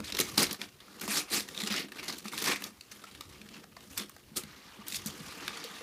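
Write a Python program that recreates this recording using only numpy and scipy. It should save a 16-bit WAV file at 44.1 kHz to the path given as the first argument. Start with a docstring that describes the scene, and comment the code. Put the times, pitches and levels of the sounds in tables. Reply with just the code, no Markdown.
"""Unwrapping a cardboard box

A carpeted living room, one microphone close to thin wrapping paper being picked at and torn off.
Fibres break as dense crackle that comes in clumps, creases snap one by one, and the hollow box
booms along whenever it is pulled or pressed. Behind it, bodies shift on the carpet over a low hush."""
import sys
import numpy as np
from scipy import signal
from scipy.fft import rfft, irfft
from scipy.io import wavfile

SR = 44100
rng = np.random.default_rng(int(sys.argv[2]) if len(sys.argv) > 2 else 0)


def unload_audio(sound):
    """Save the sound as a 16-bit wav file, at the path given as the first command line argument."""
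    columns = np.transpose(np.atleast_2d(sound))
    # keep every value between -1 and 1, then stretch to whole-number steps
    steps = np.round(np.clip(columns, -1, 1) * 32767)
    wavfile.write(sys.argv[1], SR, steps.astype(np.int16))


N = 257014


def from_db(db):
    """Decibels to gain."""
    return 10 ** (np.asarray(db) / 20)


def unit_rms(x):
    """Scale to rms 1."""
    return x / np.sqrt(np.mean(x ** 2) + 1e-20)


def in_time(rows):
    """Rows led by a time in seconds become one curve a column, one value a sample."""
    times, *columns = np.transpose(rows)
    return [np.interp(np.arange(N) / SR, times, column) for column in columns]


def at_hz(points, hz):
    """Read a spectrum on a log-frequency axis."""
    points_hz, points_db = np.transpose(points)
    return np.interp(np.log(hz), np.log(points_hz), points_db)


def drift(rate_hz):
    """Slow chance: noise through a double one-pole low-pass, spread 1."""
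    step = 20
    pole = np.exp(-2 * np.pi * rate_hz * step / SR)
    slow = signal.lfilter([1], [1, -2 * pole, pole * pole], rng.standard_normal(N // step + 2002))[2000:]
    return np.interp(np.arange(N) / step, np.arange(len(slow)), unit_rms(slow))


def resonance(x, hz, width_hz):
    """Two-pole resonance, gain 1 at its peak."""
    r = np.exp(-np.pi * width_hz / SR)
    poles = [1, -2 * r * np.cos(2 * np.pi * hz / SR), r * r]
    return signal.lfilter(np.array([1, 0, -1]) * (1 - r * r) / 2, poles, x + 1e-18)


def room_tone(level_db=-64):
    """The steady hush of the living room, with microphone hiss."""
    # Each row: frequency in Hz, relative noise density in dB.
    spectrum = [(24, -36.5), (40, -12), (216, -6.5), (582, -7), (1200, -21.5), (4230, -12), (15000, -14)]
    hz = np.maximum(np.arange(N // 2 + 1) * SR / N, 1)
    hush = irfft(rfft(rng.standard_normal(N)) * from_db(at_hz(spectrum, hz)), N)
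    return from_db(level_db) * unit_rms(hush)


def bodies_shifting(band_hz=(49, 136), lumpy_db=4.0):
    """Bodies shift on the carpet: a dull lumpy rumble reaches the microphone through the floor."""
    # Each row: time in seconds, rumble level in dB.
    movement = [(0.0, -57), (0.45, -55.5), (0.58, -68), (3.9, -67), (4.4, -58), (4.6, -66.5), (5.16, -59.5),
                (5.83, -75.5)]
    rumble = signal.sosfilt(signal.butter(2, band_hz, "band", fs=SR, output="sos"), rng.standard_normal(N))
    return from_db(in_time(movement)[0] + lumpy_db * drift(12)) * unit_rms(rumble)


def room_reflections(x, t60_s=0.19, wall_cut_hz=10000):
    """Sound returns from nearby walls: eight feedback delays, duller on every round."""
    out, pole = np.zeros(N), np.exp(-2 * np.pi * wall_cut_hz / SR)
    for k, lag in enumerate((rng.uniform(.011, .035, 8) * SR).astype(int)):
        loop, state = x.copy(), [0.]
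        gain = from_db(-60 * lag / SR / t60_s)
        for i in range(lag, N, lag):
            echo, state = signal.lfilter([gain * (1 - pole)], [1, -pole], loop[i - lag:i], zi=state)
            loop[i:i + lag] += echo[:N - i]
        out += (loop - x) * (-1) ** k
    return out


def box_boom(pull_db, folds_db, lumpy_db=4.0, give=2.5, reach=0.19):
    """Rubbing paper and knocks ring the hollow box; large folds help drive its lesser modes."""
    # Box modes, the main one first. Each row: frequency in Hz, width in Hz, rub gain in dB.
    modes = [(206.1, 28, -2.5), (125, 130, -28), (163.5, 33, -11), (291, 67, -6), (371.3, 77, -10),
             (474, 43.5, -10.5)]
    # Hands knocking the box. Each row: start in seconds, strength in dB, pitch of the blow in Hz.
    knocks = [(0.145, -44, 358), (0.199, -34, 353), (0.378, -29.5, 248), (0.395, -34, 128),
              (0.51, -40, 247), (1.083, -43.5, 208), (1.632, -42, 214), (1.705, -39, 224),
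              (2.253, -45, 222), (2.485, -43.5, 213), (2.496, -43.5, 474), (3.582, -54, 240),
              (4.316, -54.5, 187), (4.367, -49.5, 297), (4.435, -51, 188), (4.788, -50, 225),
              (4.929, -54, 193), (5.059, -42, 193), (5.202, -51.5, 163), (5.646, -48.5, 474),
              (5.809, -52, 486)]
    start_s, blow_db, blow_hz = np.transpose(knocks)
    starts, out = np.round(start_s * SR).astype(int), 0
    for k, (hz, width_hz, gain_db) in enumerate(modes):
        drive_db = pull_db if k == 0 else 0.57 * pull_db + 0.44 * folds_db
        rub = from_db(drive_db + gain_db + 21.5 + lumpy_db * drift(25)) * rng.standard_normal(N)
        nearness = np.exp(-(np.log(blow_hz / hz) / reach) ** 2)   # a blow moves modes near its pitch
        blows = np.zeros(N)
        blows[starts] = from_db(blow_db) * nearness * SR / (np.pi * width_hz)
        push = np.e * resonance(blows, hz, give * width_hz)   # the wall gives first, so the boom swells
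        out = out + resonance(rub + push, hz, width_hz)
    return out


def hands(bite_db_per_s=4000, let_go_db_per_s=349, box_let_go_db_per_s=258, box_swell_share=0.73,
          palm_folds_db=-4, palm_flap_hz=2980):
    """Curves for paper and box: pulls bite, swell, hold and let go; the loudest touch sets the colour."""
    # Palms resting and sliding between pulls. Each row: time in seconds, then crackle, pull on the box,
    # stick-slip depth and crispness, all in dB.
    palms = [(.04, -55, -51.5, 16, -15), (.2, -41.5, -41, 7, -8), (.36, -48, -51.5, 6.5, -4),
             (.7, -60, -69, 12, -14), (.98, -53, -52.5, -7.5, -11), (1.27, -51, -58, -10, -14),
             (1.9, -55, -50, 16, -10), (2.2, -52.5, -52, 9, -5.5), (2.78, -60.5, -66, 2.5, -11),
             (3.1, -55, -59, 5.5, -9.5), (3.4, -54.5, -52, 4, -11.5), (3.6, -55, -55.5, 8, -10.5),
             (3.72, -64.5, -61, 8.5, -17), (3.87, -60, -55.5, 8, -3), (4.27, -62.5, -58, 5.5, -13),
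             (4.45, -52.5, -60, -4, -14), (4.82, -50, -61.5, 4.5, -17.5), (5.1, -48, -54, 4.5, -6.5),
             (5.5, -41, -53, 1, -15.5), (5.83, -44.5, -57.5, 3, -13.5)]
    # Pulls at the paper. Each row: start, swell and hold in seconds; opening crackle, full crackle,
    # pull on the box, stick-slip depth, crispness and large folds in dB; ring of the taut flap in Hz.
    pulls = [(.004, 0.0046, 0.0052, -36, -72, -47.5, 6, -1, -19, 4100),
             (0.043, 0.0073, 0.012, -44, -44, -57, 5.5, -8, -11, 4240),
             (0.185, 0.0068, 0.0074, -38, -25, -34, -10, -7.5, -9, 3720),
             (0.379, 0.0022, 0.045, -17, -26.5, -35.5, 3.5, -6, -6.5, 4500),
             (0.489, 0.0091, 0.017, -52, -37, -52, 11.5, -8, -1.5, 3900),
             (0.59, 0.019, 0.03, -50, -46, -45.5, 4, -11, -6, 2350),
             (1.012, 0.008, 0.028, -42, -39.5, -45, 4, -3.5, -5, 2600),
             (1.078, 0.073, 0.03, -37, -28, -44.5, 3.5, -4, -7, 2400),
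             (1.3, 0.031, 0.046, -42.5, -27, -42, 2, -4.5, -9.5, 4500),
             (1.48, 0.18, 0.017, -50, -40.5, -46, 7, -4.5, -5, 3930),
             (1.703, 0.033, 0.066, -30, -30, -42, 1.5, -16.5, -11.5, 2770),
             (1.968, 0.022, 0.052, -41, -42.5, -59, 8, -13, -6, 2500),
             (2.081, 0.0038, 0.026, -42, -39, -43, 8, -10, -6, 4600),
             (2.247, 0.0095, 0.015, -49, -42.5, -57, 5, -9, -6, 2500),
             (2.319, 0.12, 0.018, -41.5, -34.5, -46, 4, -7, -6, 3600),
             (2.457, 0.028, 0.033, -30.5, -24.5, -39.5, 3, -12, -6, 2230),
             (2.603, 0.013, 0.054, -53, -47.5, -48.5, 4, -3.5, -3, 2480),
             (2.917, 0.013, 0.044, -44, -52, -62, 7, -3.5, -5.5, 3160),
             (3.901, 0.013, 0.053, -57, -51, -66, 3.5, -4.5, -6, 7900),
             (3.971, 0.0057, 0.031, -48, -38.5, -48.5, 6.5, -7, -5, 3600),
             (4.357, 0.0096, 0.0049, -57, -36.5, -44, 2, 2, -4, 4430),
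             (4.867, 0.086, 0.011, -54.5, -47, -60, 14, 13, -11, 4000),
             (5.059, 0.0041, 0.0053, -67, -46, -47, 12.5, 16, -3, 5250)]
    t = np.arange(0, N + 16, 16) / SR
    palm_s, *columns = np.transpose(palms)
    level_db, pull_db, grip_db, crisp_db = [np.interp(t, palm_s, column) for column in columns]
    paper_power, box_power = from_db(2 * level_db), from_db(2 * pull_db)
    colour = paper_power * np.array(np.broadcast_arrays(grip_db, crisp_db, palm_folds_db,
                                                        np.log(palm_flap_hz)))
    for start_s, swell_s, hold_s, opening_db, full_db, box_db, grip, crisp, folds, flap_hz in pulls:
        swell_left_db = (full_db - opening_db) * (1 - np.clip((t - start_s) / swell_s, 0, 1))
        bite_db = bite_db_per_s * np.maximum(start_s - t, 0)
        released_s = np.maximum(t - start_s - swell_s - hold_s, 0)
        tear_db = full_db - swell_left_db - bite_db - let_go_db_per_s * released_s
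        tug_db = box_db - box_swell_share * swell_left_db - bite_db - box_let_go_db_per_s * released_s
        tear_power = from_db(2 * np.maximum(tear_db, -150))
        paper_power += tear_power
        box_power += from_db(2 * np.maximum(tug_db, -150))
        colour += np.outer([grip, crisp, folds, np.log(flap_hz)], tear_power)
    grip_db, crisp_db, folds_db, log_flap = colour / paper_power
    level_db, pull_db = 10 * np.log10([paper_power, box_power])
    return in_time(np.transpose([t, level_db, pull_db, grip_db, crisp_db, folds_db, np.exp(log_flap)]))


def crease_snaps(rise_s=.001, t60_s=.022, spread_db=2.5, sharpness=6.5, neighbour_db=-5, tick_s=.0006):
    """A crease snaps as a dry burst at its own pitch and two chance neighbours, under a bright tick."""
    # Each row: start in seconds, level in dB, centre in Hz, tick offset from that level in dB.
    creases = [(0.1004, -28.5, 3380, -1), (0.1219, -19, 3870, -21), (0.148, -19, 4000, -18),
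               (0.169, -17.5, 4160, -6), (0.2007, -13.5, 3880, 4), (0.379, -6.5, 4600, -3),
               (0.43, -13, 4840, 1), (0.467, -20.5, 3920, -19), (0.4977, -30, 2650, -13),
               (0.51, -19.5, 3460, -26), (0.5287, -23.5, 5540, 5.5), (0.615, -18, 2430, -24),
               (0.803, -36.5, 3300, -27.5), (0.881, -41, 1220, -30), (0.9967, -33, 2900, 0),
               (1.0142, -26, 2370, 0), (1.078, -22, 1240, -3), (1.405, -21, 3500, -4),
               (1.487, -25.5, 2450, -4), (1.547, -28, 3700, -20), (1.565, -40, 3900, -10),
               (1.5758, -19, 3700, -18), (1.602, -21, 3920, -30), (1.617, -19, 3830, -24),
               (1.6355, -20.5, 3570, -28), (1.6723, -16, 4500, -24), (1.705, -25.5, 3320, -20),
               (1.7238, -18, 2400, -4), (1.74, -19.5, 2290, -37), (1.763, -21.5, 5000, -23),
               (1.7803, -20, 4384, -24), (1.919, -28.5, 1710, -7), (1.9987, -30, 2520, -26),
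               (2.0293, -26.5, 1950, -18), (2.0804, -25, 4400, -27), (2.1251, -25, 4340, -24),
               (2.1837, -31.5, 4100, 5), (2.2544, -27.5, 1220, -18), (2.2817, -24.5, 5050, -25),
               (2.333, -24, 1200, -11), (2.377, -19, 2530, -4), (2.401, -28, 3900, -1),
               (2.4234, -25.5, 4400, 9), (2.441, -18, 3830, 1), (2.559, -22.5, 2180, -3),
               (2.621, -25.5, 1700, 0), (2.6395, -19.5, 4450, -5), (2.8091, -29, 4200, -24),
               (2.9182, -33, 4180, -3), (3.039, -29, 1280, -28), (3.112, -36, 3350, -12),
               (3.1495, -34, 2340, -9), (3.2082, -23.5, 2440, -10), (3.4144, -33, 2520, -25),
               (3.488, -35, 2420, -23), (3.6406, -35, 1310, -29), (3.7659, -31, 1130, -30),
               (3.806, -36, 3930, -58), (3.9761, -14.5, 7700, -17), (3.9812, -27, 3680, 10),
               (4.095, -40, 1240, 11), (4.164, -36, 1180, -6), (4.3698, -21, 4370, 2.5),
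               (4.4356, -31.5, 2170, -3), (4.8822, -29.5, 5160, 11.5), (4.9218, -24, 3930, -17),
               (4.944, -20.5, 3970, -12), (5.06, -28.5, 5890, 7.5), (5.479, -14.5, 2600, -12),
               (5.571, -28.5, 3450, -29), (5.6398, -24.5, 4370, -9)]
    length = 3000
    out, t = np.zeros(N + length), np.arange(length) / SR
    chances = rng.standard_normal((len(creases), 3))
    noises = rng.standard_normal((len(creases), 2, length))
    treble = signal.butter(2, 6000, "high", fs=SR, output="sos")
    for (start_s, level_db, hz, tick_db), (stretch, below, above), noise in zip(creases, chances, noises):
        decay_s = t60_s * from_db(spread_db * stretch)
        envelope = np.minimum(t / rise_s, 1) * from_db(-60 * t / decay_s)
        crack = noise[0] * envelope
        burst = resonance(crack, hz, hz / sharpness) * np.sqrt(3000 / hz)
        burst += from_db(-9) * resonance(crack, 4000, 1030)   # a broad ring common to all creases
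        for near_hz in (hz * 0.682 * from_db(1.2 * below), min(hz * 1.427 * from_db(1.4 * above), 14000)):
            ring = resonance(crack, near_hz, near_hz / sharpness) * np.sqrt(3000 / near_hz)
            burst += from_db(neighbour_db) * ring
        tick = signal.sosfilt(treble, noise[1] * (0.63 * envelope + np.exp(-t / tick_s)))
        at = round(start_s * SR)
        out[at:at + length] += from_db(level_db - 3.5) * burst / np.abs(burst).max()
        out[at:at + length] += from_db(level_db + tick_db - 2.5) * tick / np.abs(tick).max()
    return out[:N]


def paper_crackle(level_db, grip_db, crisp_db, folds_db, flap_hz, breaks_per_s=14000, sharpness=4.2,
                  patchy_db=2.5, crinkles_per_s=160, crinkle_db=10, flap_db=8.5, flap_octaves=0.12):
    """Breaking fibres: random clicks, each ringing a patch of paper of its own size for a few cycles."""
    # The colour of thin paper. 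Each row: frequency in Hz, relative level in dB.
    spectrum = [(500, -5), (900, 2), (1200, -6), (1500, -0.5), (2300, -1), (3200, -4), (4600, 2),
                (6000, 2.5), (10000, 0.5), (15000, -6.5)]
    sizes = from_db(-np.minimum(rng.exponential(1, N), 4)) * rng.choice([-1, 1], N)
    breaks = sizes * (rng.random(N) < breaks_per_s / SR)
    # Small creases give, louder where the grip is uneven.
    crinkles = (rng.random(N) < crinkles_per_s / SR) * from_db(crinkle_db + grip_db)
    clumps = from_db(grip_db * np.tanh(drift(45) / 1.3))   # the tear sticks and slips
    break_patch, crinkle_patch = rng.integers(0, 26, N), rng.uniform(4.5, 22.0, N)
    sheet = 0
    for k, hz in enumerate(np.geomspace(560, 15500, 26)):
        fibres = unit_rms(breaks * (break_patch == k))
        # A crease shakes several neighbouring patches.
        crease = crinkles * np.exp(-((crinkle_patch - k) / 1.6) ** 2) * rng.standard_normal(N)
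        width_hz = hz / sharpness
        patch = resonance(resonance(fibres + crease, hz, width_hz), hz, width_hz) * np.sqrt(SR / width_hz)
        small = np.interp(np.log(hz), np.log([3500, 8000]), [0, 1])
        large = np.interp(np.log(hz), np.log([1200, 1900]), [1, 0])
        taut = np.clip(grip_db / 6.3, 0, 1)   # a smooth slide leaves the flap slack
        flap = taut * np.exp(-(np.log2(hz / flap_hz) / flap_octaves) ** 2)
        paper_db = at_hz(spectrum, hz) + 10 * np.log10(hz / 3000)
        touch_db = small * crisp_db + large * folds_db + flap * flap_db
        sheet = sheet + patch * from_db(paper_db + touch_db + patchy_db * drift(18.3))
    crackle = sheet * clumps * from_db(level_db - 16.5)
    panel = resonance(crackle, hz=1183, width_hz=162)   # a stiff face of the box rings along
    return crackle + from_db(folds_db + 12) * panel


def scene(room_db=-16):
    """Paper and box close to the microphone, a little room around them."""
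    level_db, pull_db, grip_db, crisp_db, folds_db, flap_hz = hands()
    paper = paper_crackle(level_db, grip_db, crisp_db, folds_db, flap_hz) + crease_snaps()
    close = paper + box_boom(pull_db, level_db + folds_db)
    return (close + from_db(room_db) * room_reflections(close) + bodies_shifting() + room_tone())[None]


def record(dry, bass_hz=45, top_hz=15350, stop_hz=16484):
    """The microphone chain loses the deep bass and falls off at the top, then cuts steeply."""
    lean = signal.sosfilt(signal.butter(2, bass_hz, "high", fs=SR, output="sos"), dry)
    soft = signal.sosfilt(signal.cheby1(5, 1, top_hz, fs=SR, output="sos"), lean)
    return signal.sosfilt(signal.cheby2(14, 80, stop_hz, fs=SR, output="sos"), soft)


dry = scene()
out = record(dry)
unload_audio(out)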